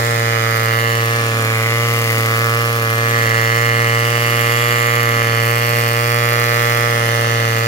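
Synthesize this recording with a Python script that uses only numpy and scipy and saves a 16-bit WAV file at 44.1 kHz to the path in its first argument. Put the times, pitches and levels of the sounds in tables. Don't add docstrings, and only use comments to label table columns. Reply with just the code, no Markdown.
import sys
import numpy as np
from scipy import signal
from scipy.fft import rfft, irfft, next_fast_len
from scipy.io import wavfile
from scipy.ndimage import uniform_filter1d, map_coordinates

SR = 44100
rng = np.random.default_rng(int(sys.argv[2]) if len(sys.argv) > 2 else 0)


def store_pcm(level_fs):
    pcm = np.round(np.clip(level_fs, -1, 1) * 32767).astype(np.int16)
    wavfile.write(sys.argv[1], SR, np.atleast_2d(pcm).T)


N = 338247

# time_s, firings_hz
ENGINE_SPEED = [(0.0, 116.42), (0.06, 116.93), (0.24, 114.9), (0.3, 115.22), (0.42, 114.24), (0.48, 114.7),
                (0.59, 113.97), (0.71, 114.34), (0.83, 115.65), (1.07, 114.95), (1.19, 115.97),
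                (1.31, 114.12), (1.55, 112.65), (1.72, 115.42), (1.84, 116.55), (2.02, 115.47),
                (2.08, 114.32), (2.26, 113.89), (2.44, 115.52), (2.5, 114.73), (2.56, 116.22),
                (2.74, 116.19), (2.85, 114.13), (2.91, 114.18), (3.15, 116.35), (3.27, 114.74),
                (3.45, 114.78), (3.63, 116.8), (3.75, 116.12), (3.81, 117.06), (3.86, 115.96),
                (4.22, 117.48), (4.46, 116.69), (4.64, 118.31), (4.82, 117.45), (4.99, 118.03),
                (5.05, 117.1), (5.29, 115.53), (5.41, 115.46), (5.47, 116.41), (5.65, 117.49),
                (5.77, 117.39), (5.89, 116.47), (6.06, 117.72), (6.3, 117.74), (6.9, 117.38),
                (7.02, 115.81), (7.25, 116.29), (7.61, 114.61), (7.67, 115.95)]
# time_s, delay_ms
RIGHT_DELAY = [(0, .41), (.5, .41), (1, .24), (1.6, .13), (2.1, .14), (2.9, .19), (3.3, .28), (4.2, .26),
               (6.7, .37), (7.67, .36)]
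# pitch_hz, left_db, right_db
MUFFLER_COLOUR = [(60, -55, -57), (118, -35, -40), (227, -37, -37), (332, -37, -39.5), (464, -26.5, -26.5),
                  (600, -29.5, -30), (740, -44.5, -34), (780, -36, -32.5), (960, -48, -38.5),
                  (1044, -35.5, -29.5), (1180, -29, -21), (1290, -28.5, -24), (1330, -34.5, -26),
                  (1508, -35, -31.5), (1660, -41, -32), (1735, -31.5, -23.5), (1800, -34.5, -27.5),
                  (1990, -30.5, -24), (2092, -27.5, -24), (2180, -36.5, -32.5), (2330, -36, -31.5),
                  (2460, -35, -33.5), (2590, -49, -47), (2710, -35, -36), (2800, -36, -35.5),
                  (2870, -39, -37.5), (3016, -33, -39.5), (3070, -52, -50), (3360, -58, -68),
                  (6000, -59, -68), (15800, -76, -76)]
PUFF_COLOUR = [(101, -33, -30), (588, 8, 6.5), (880, -18, -16), (1320, -6, -3), (2020, -9, 3),
               (2380, 0, -1), (2870, 2, 8), (3040, -2, 3), (3930, -6, -9.5), (4380, -7, -1),
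               (5400, -0.5, -4.5), (5600, -7, -10), (6330, -5, -5), (7800, -7.5, -19), (12000, -25, -38)]
HISS_COLOUR = [(2490, -55, -31), (4960, -18, -20), (6640, -17, -40), (6800, 7, 8), (8000, -2.5, -5),
               (8400, -0.5, 9), (10600, 8, 3), (11200, -7, 9), (13100, 13.5, 7), (14800, -15, 8),
               (16000, -4, 7)]
CASING_COLOUR = [(2000, -25, -25), (3100, -7, -9), (3300, -2, -4), (3620, 0, -6), (4050, -5, -10),
                 (4300, -1, -3), (4600, 2, 2), (5000, 0, -2), (5280, -3, 1), (5600, -8, -6), (6050, -3, -2),
                 (6900, -7, -6), (7800, -12, -18), (9000, -14, -11), (12500, -10, -9), (16000, -16, -12)]
PUMP_COLOUR = [(20, -7, -15), (45, -6, -12), (81.5, -16, 5.5), (160, -3, 6.5), (507, 5, -1.5),
               (780, -11, 1), (1520, 6.5, 5.5), (2270, 9.5, -8), (3450, 4, 4), (4100, 2.5, -12),
               (4600, -4, -7), (6100, -6, 0), (8100, -14.5, -18), (16200, -17.5, -23)]
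# pitch_hz, gain_db
PUTTER_COLOUR = [(40, -21), (80, -1), (150, -3), (290, 6), (420, 2), (520, 8), (640, -7.5), (780, -8),
                 (1300, -14), (2100, -37), (3500, -53), (8000, -103)]
# pitch_hz, likeness (1 = the same)
STEREO_LIKENESS = [(30, 0.26), (120, 0.73), (700, 1), (2000, 0.39), (4000, 0.11), (8000, 0.45),
                   (15000, 0.21)]
# time_s, left_db, right_db
THROAT_GAIN = [(0.0, 1.5, 0.5), (0.83, -3.1, -0.5), (1.61, -6, -0.5), (2.44, -6, -0.4), (3.27, -2, -1),
               (4.22, 1.5, -0.5), (4.7, -1, -0.5), (6.9, 4, 0.5), (7.67, 1.5, -3)]
HONK_GAIN = [(0.0, -6, -3.5), (0.25, -3, -1.5), (0.48, -10, 2), (0.7, -2, 1.5), (0.95, -0.5, -3),
             (1.45, -8, -5), (1.84, -0.5, -6), (2.1, -6, -7.5), (2.45, -3, 1), (2.8, -7, -3),
             (3.27, -4.5, -1), (4.22, -10, -1.2), (4.7, -6, 1.5), (4.97, -1, 2), (5.3, -8, 0),
             (5.83, -3, -1), (6.2, -8, 1), (6.84, -7, 2), (6.96, -10, -0.5), (7.67, -8, -1.5)]
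RASP_GAIN = [(0.0, -14, -2), (0.48, -7.5, -1), (1.13, 0, 1.8), (1.3, -4.5, 0), (1.53, 2, 4), (1.66, 3.5, 4),
             (1.96, 2, -9), (2.32, 3, 1.5), (2.75, -0.5, 0.5), (2.91, 3, 3), (3.45, 0.5, 4), (3.92, 1, 1.7),
             (4.1, -6, 0), (4.88, 0, 2.5), (5.05, -3.5, 0.5), (5.29, -6, 0.5), (5.89, -12, -1.5),
             (6.48, -6, 2), (7.67, -8, -2.5)]
TIN_GAIN = [(0.0, -12, -16), (0.18, -8, 6), (0.36, -1, 11), (0.58, 0, 1), (0.72, 1, 7), (0.95, -2.5, 3),
            (1.37, -2, -8), (1.84, -1, 1.5), (2.08, 3, 6), (2.32, 0, -3), (2.62, 4, 2), (2.85, -11, -8),
            (3.15, -4, -9), (3.5, 2, -1), (4.16, 4, 6), (4.6, 4, 5), (5.11, 1, -3), (5.47, 5, 3),
            (5.77, 4.5, 5), (6.54, 4, -8), (7.67, 0, 1)]
# time_s, left_db, right_db
RATTLE_GAIN = [(0, 3, 6), (.55, 11, 3), (1.1, -1, 6), (1.5, -7, -5), (1.9, 8, -1), (2.3, 8, -14),
               (3.2, 2, -29), (4, 9.5, -15), (4.8, 5, -2.5), (5.25, 1, -3), (5.7, 1, 9), (6.7, 7, 6),
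               (7.1, 4, 4), (7.67, 6.5, 8)]
# gain_at_cruise_db, rise_db_per_hz
BOOM_BY_SPEED = (0, 0.14)
PUFF_BY_SPEED = (-30.2, 0.5)
# time_s, left_db, right_db
HISS_LEVEL = [(0, -31, -33), (.45, -36, -34), (.58, -33, -31), (1.1, -34, -31.5), (1.55, -32.5, -30),
              (1.85, -34, -29.5), (2.2, -30, -27.5), (2.6, -35, -29), (3.05, -33, -29), (3.8, -33, -30.5),
              (4.4, -29.5, -28), (5.3, -31, -31.5), (5.75, -28.5, -29.5), (6.7, -28.5, -30.5),
              (7.1, -31, -31.5), (7.67, -33, -35.5)]
WHINE_LEVEL = [(0, -50, -54), (4.2, -48, -48), (4.65, -34, -38), (4.85, -46, -46), (5, -39, -42),
               (5.3, -48, -50), (5.7, -38, -44), (5.9, -41, -48), (6.1, -33, -44), (6.85, -33, -44),
               (7.05, -41, -49), (7.67, -48, -54)]
# time_s, level_db
HUM_LEVEL = [(0, -21), (2, -19.5), (2.8, -20.5), (4, -19.5), (4.8, -21.5), (5.4, -19.5), (6.5, -20.5),
             (7.67, -19.5)]
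# time_s, gain_db
PUTTER_GAIN = [(0, -47), (.4, -44), (.6, -42), (.95, -42), (1.13, -52), (1.21, -33), (1.5, -31), (1.6, -45),
               (1.78, -53), (1.92, -35), (2.02, -32.5), (2.26, -32), (2.56, -48), (2.85, -31.5),
               (2.98, -42), (3.27, -32.5), (3.57, -48), (3.86, -39), (4.1, -45), (4.3, -41), (4.55, -49),
               (4.9, -45), (5.08, -36), (5.3, -34), (5.65, -52), (5.83, -35), (5.97, -47), (6.3, -45),
               (6.84, -52), (6.96, -34), (7.19, -40), (7.55, -37), (7.67, -43)]
# pitch_hz, width_hz, left_db, right_db
METAL_NOTES = [(2352, 24, -46, -30), (4400, 120, -44, -42.5), (4590, 70, -45, -43), (5270, 150, -51, -46),
               (6110, 60, -50, -47)]
# time_s, pitch_hz, depth_db
LEFT_DIP = [(0, 2970, 16), (.5, 2870, 4), (.8, 3430, 2), (1.2, 3100, 8), (1.9, 2560, 12), (2.6, 2900, 8),
            (3.3, 3350, 2), (4.5, 3980, 3), (5.2, 3840, 2.5), (6.6, 3900, -3), (6.9, 2400, 4),
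            (7.1, 2350, 18), (7.67, 2250, 7)]
RIGHT_DIP = [(0, 2750, 14), (.6, 2630, 10), (1, 2310, 39), (1.4, 2030, 15), (1.7, 1750, 25), (2, 1540, 13),
             (2.4, 2020, 11), (2.8, 1950, 17), (3.3, 2360, 14), (4.2, 2570, 7.1), (5, 2600, 7.8),
             (5.7, 2790, 3.5), (6.4, 3150, 14), (7.67, 3100, 14)]

CRUISE_HZ, FIRST_FIRING_S = 116, .0052
PULSE_SIZE = SR / (np.sqrt(2) * CRUISE_HZ)


def amp(db):
    return 10 ** (np.asarray(db) / 20)


def unit(x):
    return x / np.sqrt(np.mean(x ** 2) + 1e-20)


def at_pitch(table, hz, column=1):
    columns = np.transpose(table)
    return np.interp(np.log(hz + 1), np.log(columns[0] + 1), columns[column])


def curves(table):
    time_s, *columns = np.transpose(table)
    return np.array([np.interp(np.arange(N) / SR, time_s, column) for column in columns])


def wobble(rate_hz):
    points = rng.standard_normal(int(N * rate_hz / SR) + 4)
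    return map_coordinates(points, [np.arange(N) * rate_hz / SR])


def filtered(x, response):
    size = next_fast_len(N + 8192)
    return irfft(rfft(x, size) * response(np.fft.rfftfreq(size, 1 / SR)), size)[..., :N]


def band(x, low_hz, high_hz):
    below = lambda hz, edge: 1 / (1 + (hz / edge) ** 16)
    return filtered(x, lambda hz: below(hz, high_hz) - below(hz, low_hz))


def tinted(pair, colour):
    return filtered(pair, lambda hz: amp([at_pitch(colour, hz, 1), at_pitch(colour, hz, 2)]))


def ring(x, colour, size=4096):
    log_gain = np.log(amp(at_pitch(colour, np.fft.rfftfreq(size, 1 / SR))))
    folded = irfft(log_gain)
    folded[1:size // 2] *= 2
    folded[size // 2 + 1:] = 0
    return signal.fftconvolve(x, irfft(np.exp(rfft(folded))))[:N]


def pulses(positions, sizes):
    taps = np.floor(positions)[:, None] + np.arange(-7, 9)
    gap = taps - positions[:, None]
    clicks = np.sinc(gap) * np.cos(np.pi * gap / 16) ** 2 * sizes[:, None]
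    return np.bincount(np.clip(taps, 0, N).astype(int).ravel(), clicks.ravel(), N + 1)[:N]


def at_phone(pair, share=1):
    delay_ms = share * curves(RIGHT_DELAY)[0]
    right = map_coordinates(pair[1], [np.arange(N) - delay_ms * SR / 1000], order=3)
    return np.array([pair[0], right])


def rush(colour, swell=1):
    angle = lambda hz: np.arccos(np.clip(at_pitch(STEREO_LIKENESS, hz), -1, 1)) / 2
    noise = rng.standard_normal((2, N)) * swell
    mid, side = filtered(noise, lambda hz: np.array([np.cos(angle(hz)), np.sin(angle(hz))]))
    return unit(at_phone(tinted(np.array([mid + side, mid - side]), colour)))


def burst(phase, rise_turns, fall_turns):
    shape = (1 - np.exp(-phase / rise_turns)) * np.exp(-phase / fall_turns)
    return shape / shape.max()


def speed_gain(rule):
    cruise_db, db_per_hz = rule
    return amp(cruise_db + db_per_hz * (curves(ENGINE_SPEED)[0] - CRUISE_HZ))


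def crank():
    speed_hz = curves(ENGINE_SPEED)[0] * (1 + .0004 * wobble(22))
    turns = np.cumsum(speed_hz) / SR + 1 - FIRST_FIRING_S * CRUISE_HZ
    firings = np.interp(np.arange(int(turns[-1]) + 1), turns, np.arange(N))
    spacing = rng.choice([2, 3, 4], 1000, p=[.04, .92, .04])
    hard = np.isin(np.arange(len(firings)), np.cumsum(spacing)) * 1.0
    return turns, firings, hard


def roughness(firings, putter_db):
    depth = amp(putter_db[firings.astype(int)] / 2)
    return depth / depth.mean()


def sputter(turns, hard, rough, gain_db=-12.5, db_per_doubling=5, hard_db=3):
    spit_db = db_per_doubling * np.log2(rough) + hard_db * hard + rng.uniform(-3.6, 4, len(hard))
    shape = burst(turns % 1, rise_turns=.013, fall_turns=.2)
    spits = rng.standard_normal(N) * shape * amp(spit_db)[turns.astype(int)]
    return amp(gain_db) * np.sqrt(SR / 2 / CRUISE_HZ) * unit(spits)


def muffler(pressure):
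    shared = [(hz, (left + right) / 2) for hz, left, right in MUFFLER_COLOUR]
    shading = [(hz, (left - right) / 2, (right - left) / 2) for hz, left, right in MUFFLER_COLOUR]
    return tinted(ring(pressure, shared), shading)


def exhaust(firings, accent, rough, spits, jitter_s=8e-6, early_s=12e-6):
    timing_luck, strength_luck = rng.standard_normal((len(firings), 2)).T
    positions = firings + SR * (jitter_s * rough * timing_luck - early_s * accent)
    strength_db = .53 * strength_luck + .8 * (accent - accent.mean())
    soft = muffler(-pulses(positions, PULSE_SIZE * amp(.75 * strength_db)))
    steep = muffler(spits - pulses(positions, PULSE_SIZE * amp(strength_db)))
    boom = speed_gain(BOOM_BY_SPEED) * band(soft, 170, 520)
    throat = amp(curves(THROAT_GAIN)) * band(soft, 520, 1100)
    honk = amp(curves(HONK_GAIN)) * band(steep, 1100, 1560)
    rasp = amp(curves(RASP_GAIN)) * band(steep, 1560, 2490)
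    tin = amp(curves(TIN_GAIN)) * band(steep, 2490, 3400)
    low = at_phone(boom + throat, share=.65)
    return low + at_phone(honk + rasp, share=1.287) + at_phone(tin, share=1.295)


def gas(turns, accent, scatter_db=5, puff_limit_db=7, hiss_limit_db=10):
    firing, phase = turns.astype(int), turns % 1
    size = amp(scatter_db * rng.standard_normal(len(accent)) + 3 * accent)[firing]
    puff_size = np.minimum(size, amp(puff_limit_db))
    puff = rush(PUFF_COLOUR, 1.6 + puff_size * burst(phase, rise_turns=.027, fall_turns=.7))
    hiss_scatter = amp(3.2 * rng.standard_normal(len(accent)))[firing]
    hiss_size = np.minimum(size * hiss_scatter, amp(hiss_limit_db))
    hiss = rush(HISS_COLOUR, 1.4 + hiss_size * np.sin(np.pi * phase ** .5) ** 4)
    return speed_gain(PUFF_BY_SPEED) * puff + amp(curves(HISS_LEVEL)) * hiss


def off_water(pair, patchy_db=2.5):
    spectrum = signal.stft(pair, nperseg=512)[2]
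    patches = rng.standard_normal(spectrum.shape[1:]) + .96 * rng.standard_normal(spectrum.shape)
    for _ in range(2):
        patches = uniform_filter1d(patches, size=4, axis=1)
        patches = uniform_filter1d(patches, size=70, axis=2)
    return signal.istft(spectrum * amp(patchy_db * unit(patches)), nperseg=512)[1][:, :N]


def rattle(firings, accent, level_db=-40, ring_s=.003, colours=20):
    knocks = pulses(firings, amp(rng.standard_normal(len(firings)) + accent))
    decay = np.exp(-np.arange(1024) / SR / ring_s)
    colour_now = np.linspace(0, colours - 1, N)
    buzz = np.zeros((2, N))
    for k in range(colours):
        ringing = (rng.standard_normal(len(decay)) + 3.1 * rng.standard_normal((2, len(decay)))) * decay
        fade = np.sqrt(np.clip(1 - abs(colour_now - k), 0, 1))
        buzz += signal.oaconvolve((knocks * fade)[None], unit(ringing), axes=1)[:, :N]
    return amp(level_db + curves(RATTLE_GAIN)) * unit(at_phone(tinted(buzz, CASING_COLOUR)))


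def singing_metal(firings, accent):
    sizes = amp(2 * accent + 1.5 * rng.standard_normal(len(firings)))
    nudges = pulses(firings, PULSE_SIZE * sizes)
    response = lambda hz: sum(
        amp([[left], [right]]) * 1j * hz * width / (note ** 2 - hz ** 2 + 1j * hz * width)
        for note, width, left, right in METAL_NOTES)
    return at_phone(filtered(nudges, response), share=.84)


def pump(level_db=-27.5, waver_db=1.3):
    return amp(level_db + waver_db * wobble(3.44)) * rush(PUMP_COLOUR)


def hum(turns, waver_db=.38):
    gain = amp(curves(HUM_LEVEL)[0] + waver_db * wobble(6.9))
    tone = unit(np.cos(2 * np.pi * (turns + .3)))
    return gain * tone * amp([[.2], [-.2]])


def whine(turns, cycles_per_turn=28, waver_db=1):
    tone = np.sin(2 * np.pi * cycles_per_turn * turns + .5 * wobble(40))
    wavering = unit(tone * amp(waver_db * wobble(14)))
    return at_phone(amp(curves(WHINE_LEVEL)) * wavering)


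def putter(firings, hard, putter_db, scatter_db=2, trim_db=-1):
    kicks = -pulses(firings, hard * amp(scatter_db * rng.standard_normal(len(firings))))
    thumps = unit(ring(kicks, PUTTER_COLOUR))
    return amp(putter_db + trim_db) * at_phone([thumps, thumps], share=.17) * amp([[.7], [-.7]])


def turning_dip(x, path, width_octaves=.13):
    hz, time_s, spectrum = signal.stft(x, SR, nperseg=1024)
    path_s, pitch_hz, depth_db = np.transpose(path)
    octaves_away = np.log2((hz[:, None] + 1) / np.interp(time_s, path_s, pitch_hz))
    cut_db = np.interp(time_s, path_s, depth_db) * np.exp(-(octaves_away / width_octaves) ** 2)
    return signal.istft(spectrum * amp(-cut_db), nperseg=1024)[1][:N]


def drop(start_s=6.44, level_db=-20, fall_s=.002):
    age_s = np.arange(N) / SR - start_s
    splash = unit(band(rng.standard_normal((2, N)), 4500, 10500))
    return amp(level_db) * splash * (age_s > 0) * np.exp(-abs(age_s) / fall_s)


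def scene():
    turns, firings, hard = crank()
    putter_db = curves(PUTTER_GAIN)[0]
    rough = roughness(firings, putter_db)
    accent = hard * rough
    spits = sputter(turns, hard, rough)
    outlet = exhaust(firings, accent, rough, spits) + off_water(gas(turns, accent))
    left, right = outlet + rattle(firings, accent) + singing_metal(firings, accent) + pump()
    machine = np.array([turning_dip(left, LEFT_DIP), turning_dip(right, RIGHT_DIP)])
    return machine + hum(turns) + whine(turns) + putter(firings, hard, putter_db) + drop()


def record(dry):
    rounded = dry / (1 + np.abs(dry / .98) ** 8) ** (1 / 8)
    return filtered(rounded, lambda hz: hz < 15850)


dry = scene()
out = record(dry)
store_pcm(out)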